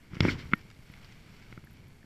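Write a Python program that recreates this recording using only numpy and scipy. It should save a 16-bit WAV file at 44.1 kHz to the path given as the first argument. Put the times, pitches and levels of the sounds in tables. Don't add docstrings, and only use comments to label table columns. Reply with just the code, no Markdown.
import sys
import numpy as np
from scipy import signal
from scipy.fft import rfft, irfft
from scipy.io import wavfile
from scipy.ndimage import uniform_filter1d

SR = 44100
rng = np.random.default_rng(int(sys.argv[2]) if len(sys.argv) > 2 else 0)


def wrap_up_sound(samples):
    columns = np.atleast_2d(samples).T
    tamed = np.clip(columns, -1, 1)
    steps = np.round(tamed * 32767).astype(np.int16)
    wavfile.write(sys.argv[1], SR, steps)


N = 90404
T = np.arange(N) / SR
HIT_T = T[:SR // 5]


def undb(db):
    return 10 ** (np.asarray(db) / 20)


def unit(x):
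    return x / np.sqrt(np.mean(x ** 2))


def peak(x, db):
    return x * undb(db) / np.abs(x).max()


def fader(points):
    return undb(np.interp(T, *np.array(points).T))


def eq(x, points):
    hz, db = np.array(points).T
    size = 2 * N
    bin_hz = np.maximum(np.arange(N + 1) * SR / size, 1)
    gain = undb(np.interp(np.log(bin_hz), np.log(hz), db))
    cepstrum = irfft(np.log(gain))
    cepstrum[1:N] *= 2
    cepstrum[N + 1:] = 0
    return irfft(rfft(x, size) * np.exp(rfft(cepstrum)))[:N]


def rolloff(x, hz, kind="low", order=2):
    return signal.sosfilt(signal.butter(order, min(hz, SR / 3), kind, fs=SR, output="sos"), x)


def add(out, start, sound):
    i = max(int(start * SR), 0)
    out[i:i + len(sound)] += sound[:max(N - i, 0)]


def wander(rate_hz):
    hold = int(SR / rate_hz)
    steps = np.repeat(rng.standard_normal(N // hold + 1), hold)
    return unit(uniform_filter1d(steps, hold)[:N])


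def swell(centre, half_s):
    return np.exp(-((T - centre) / half_s) ** 2)


def friction(slips_per_s, scatter_db):
    size = undb(scatter_db * np.minimum(rng.exponential(size=N), 4))
    slips = rng.random(N) < slips_per_s / SR
    return slips * size * np.sign(rng.standard_normal(N))


def ring(hz, t60, attack_s):
    decay = np.exp(-np.log(1000) * HIT_T / t60)
    attack = 1 - np.exp(-HIT_T / attack_s)
    return np.sin(2 * np.pi * hz * HIT_T) * decay * attack


# (frequency [Hz], gain [dB])
SHORE_EQ = [(20, 15.5), (120, -5), (320, -9.5), (650, -7), (1500, -20.5), (3000, -22), (5500, -22.5),
            (7500, -21), (9800, -25.5), (12000, -21), (15000, -40.5)]
SHORE_BED_DB, SHORE_DRIFT_DB = -60.5, -0.87


def shore():
    wash = unit(eq(rng.standard_normal(N), SHORE_EQ))
    return wash * undb(SHORE_BED_DB + SHORE_DRIFT_DB * wander(rate_hz=18))


# (time [s], level [dB])
RUMBLE_FADER = [(0, -59), (0.10, -58), (0.118, -42.5), (0.195, -51), (0.228, -27), (0.288, -33.5),
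                (0.315, -40), (0.355, -34), (0.385, -47), (0.44, -46), (0.56, -53), (0.83, -59),
                (0.92, -54), (1.45, -53), (1.66, -55.5), (1.86, -51.5), (1.97, -56), (2.05, -64)]
# (frequency [Hz], gain [dB])
RUMBLE_EQ = [(20, -3.5), (45, -2), (70, -3), (110, 3), (200, -3.5), (310, -14), (430, -16), (650, -36),
             (1000, -24.5), (2500, -69)]


def mount_rumble():
    return unit(eq(rng.standard_normal(N), RUMBLE_EQ)) * fader(RUMBLE_FADER)


# (time [s], level [dB])
DRAG_FADER = [(0, -64), (0.10, -63.5), (0.15, -47.5), (0.195, -51), (0.225, -36), (0.27, -31.5),
              (0.30, -35), (0.345, -43), (0.372, -53), (0.395, -43.5), (0.43, -48), (0.48, -64),
              (0.58, -61.5), (0.7, -74.5)]
# (frequency [Hz], gain [dB])
DRAG_EQ = [(300, 14), (700, -8), (1000, -3.5), (1450, 3.5), (1800, 2), (2200, 7.5), (2520, -4),
           (3100, -1.5), (3950, -12.5), (4500, -10), (5600, -10.5), (6400, -21), (7300, -22), (9000, -32),
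           (12500, -30.5), (16000, -72)]
JUDDER_HZ, JUDDER_WIDTH_HZ, JUDDER_DB = 301.2, 66, -7


def sleeve_drag():
    scrape = unit(eq(friction(slips_per_s=4500, scatter_db=2.5), DRAG_EQ))
    b, a = signal.iirpeak(JUDDER_HZ, JUDDER_HZ / JUDDER_WIDTH_HZ, fs=SR)
    resonance = signal.lfilter(b, a, rng.standard_normal(N))
    judder = unit(signal.lfilter(b, a, resonance))
    return (scrape + undb(JUDDER_DB) * judder) * fader(DRAG_FADER)


# (time [s], level [dB])
RUSTLE_FADER = [(0, -67.5), (0.5, -58), (0.68, -63), (0.8, -64.5), (0.9, -60), (1.05, -59), (1.2, -60.5),
                (1.35, -60), (1.52, -60), (1.62, -65), (1.82, -64), (2.05, -69)]
# (frequency [Hz], gain [dB])
RUSTLE_EQ = [(300, -6), (750, -8.5), (1050, -8), (1500, -3), (1900, -5.5), (2230, 1.5), (2550, -6.5),
             (2950, -6.5), (3300, -8), (3950, -12.5), (4500, -8.5), (5000, -14.5), (5550, -12),
             (6300, -21.5), (7300, -19), (9500, -31), (16000, -26)]
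RUSTLE_FLUTTER_DB = 0.7


def jacket_rustle():
    rustle = unit(eq(friction(slips_per_s=3500, scatter_db=1.5), RUSTLE_EQ))
    flutter = undb(RUSTLE_FLUTTER_DB * wander(rate_hz=120))
    return rustle * fader(RUSTLE_FADER) * flutter


# (time [s], clack peak [dB], brightness [Hz], thump peak [dB], thump pitch [Hz],
# bracket peak [dB])
KNOCK_CUES = [(0.1331, -43, 1620, -32.5, 147, -66), (0.1678, -36.5, 2200, -31.5, 164, -43),
              (0.2051, -10.5, 5730, -14.5, 128, -18.5), (0.2266, -43, 2370, -25.5, 211, -48),
              (0.2506, -19, 1900, -18.5, 186, -12.5), (0.2829, -25, 2000, -18.5, 237, -33),
              (0.4555, -45, 1930, -33.5, 79, -79), (0.5158, -40.5, 2980, -37.5, 206, -61),
              (0.5228, -34, 1880, -38, 169, -41), (0.5341, -6.5, 1890, -16.5, 199, -30),
              (0.651, -62, 2000, -45.5, 139, -62), (0.79, -67, 1510, -43.5, 118, -65),
              (0.899, -53, 1520, -39.5, 134, -49), (0.9377, -41, 3040, -55, 147, -61.5),
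              (1.5252, -36.5, 2320, -41, 107, -43), (1.5758, -38, 1430, -37.5, 140, -40),
              (1.6392, -49, 1880, -47.5, 155.6, -46.5), (2.042, -59, 1360, -46.5, 171, -51)]
# (frequency [Hz], level [dB])
CASE_MODES = [(1340, -17), (1400, -8), (2175, 0), (2690, -5), (2940, -4.5), (3400, -2), (3900, -7),
              (4600, -7), (5200, -5), (7130, -14), (9250, -16), (12000, -4)]
# (frequency [Hz], level [dB], t60 [s])
BRACKET_MODES = [(342.5, 6, 0.022), (502, 3, 0.013), (593, -7.5, .016), (822, -1.5, 0.014)]
CASE_T60_S, CASE_REF_HZ, CASE_DAMPING = 0.0115, 2175, 0.45
THUMP_T60_CYCLES, THUMP_LOW_CUT_HZ, MOUNT_HIGH_CUT_HZ = 4.3, 72.8, 1330


def knocks():
    case = 0
    for hz, db in CASE_MODES:
        t60 = CASE_T60_S * (CASE_REF_HZ / hz) ** CASE_DAMPING
        case += undb(db) * ring(hz, t60, attack_s=0.001)
    case += undb(-42.5) * ring(hz=1845, t60=0.14, attack_s=0.001)
    bracket = sum(undb(db) * ring(hz, t60, attack_s=0.00038) for hz, db, t60 in BRACKET_MODES)
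    bracket = rolloff(bracket, MOUNT_HIGH_CUT_HZ)
    out = np.zeros(N)
    for start, clack_db, bright_hz, thump_db, thump_hz, bracket_db in KNOCK_CUES:
        thump = ring(thump_hz, THUMP_T60_CYCLES / thump_hz, attack_s=0.0012)
        thump = rolloff(thump, MOUNT_HIGH_CUT_HZ)
        thump = rolloff(thump, THUMP_LOW_CUT_HZ, "high", order=1)
        clack = rolloff(case, bright_hz, order=4)
        clack = rolloff(clack, 0.39 * bright_hz, "high", order=1)
        add(out, start, peak(clack, clack_db) - peak(thump, thump_db) + peak(bracket, bracket_db))
    return out


# (time [s], peak level [dB])
TICK_CUES = [(0.1456, -43), (0.153, -38), (0.593, -47), (0.612, -47), (0.702, -44), (0.7129, -45.5),
             (0.7476, -50.5), (1.046, -43.5), (1.053, -48), (1.1229, -45), (1.4251, -49)]
# (frequency [Hz], gain [dB])
TICK_EQ = [(300, -27), (1000, -7.5), (2200, 2.5), (3200, -6.5), (5400, -6.5), (6400, -17), (7500, -21),
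           (10000, -35), (16000, -55)]
TICK_DECAY_S = 0.0026


def crease_ticks():
    out = np.zeros(N)
    noise = eq(rng.standard_normal(N), TICK_EQ)
    for start, db in TICK_CUES:
        burst = np.roll(noise, -int(start * SR))[:len(HIT_T)]
        add(out, start, peak(burst * np.exp(-HIT_T / TICK_DECAY_S), db))
    return out


# (time [s], peak level [dB], pitch [Hz])
SQUEAK_CUES = [(0.2303, -40.5, 5480), (0.2845, -24, 2290), (0.2895, -23.5, 2180), (0.2914, -25, 1444),
               (0.2975, -24.5, 2070), (0.3012, -36, 4320), (1.671, -49, 1710), (2.0285, -52, 1740)]
SQUEAK_TIME_CONSTANT_S = 0.00087


def cloth_squeaks():
    out = np.zeros(N)
    age = HIT_T / SQUEAK_TIME_CONSTANT_S
    envelope = age ** 2 * np.exp(-age)
    for start, db, hz in SQUEAK_CUES:
        add(out, start, peak(envelope * np.sin(2 * np.pi * hz * HIT_T), db))
    return out


# (centre time [s], half-length [s], level [dB])
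SWISH_CUES = [(0.308, 0.029, -42), (0.399, 0.025, -53)]
# (frequency [Hz], gain [dB])
SWISH_EQ = [(1000, -22), (3000, 1.5), (3950, -3.5), (4500, -1), (5600, -6), (6400, -17), (7300, -14.5),
            (9000, -29), (12500, -28), (16000, -34)]


def sleeve_swishes():
    rasp = unit(eq(friction(slips_per_s=4500, scatter_db=2.5), SWISH_EQ))
    return rasp * sum(undb(db) * swell(centre, half_s) for centre, half_s, db in SWISH_CUES)


# (centre time [s], level [dB])
CHIRP_CUES = [(0.555, -66), (0.584, -67.5), (0.921, -69), (1.648, -66), (1.712, -70), (1.734, -70),
              (1.883, -72)]


def chirps():
    hiss = rolloff(rng.standard_normal(N), hz=11200, kind="high", order=8)
    band = unit(rolloff(hiss, hz=12700, order=8))
    return band * sum(undb(db) * swell(centre, half_s=0.006) for centre, db in CHIRP_CUES)


def scene():
    beds = shore() + mount_rumble() + sleeve_drag() + jacket_rustle()
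    spots = knocks() + crease_ticks() + cloth_squeaks() + sleeve_swishes() + chirps()
    return (beds + spots)[None]


def record(dry):
    high_cut_hz = 15250
    return signal.sosfilt(signal.ellip(10, 0.2, 70, high_cut_hz, fs=SR, output="sos"), dry)


dry = scene()
out = record(dry)
wrap_up_sound(out)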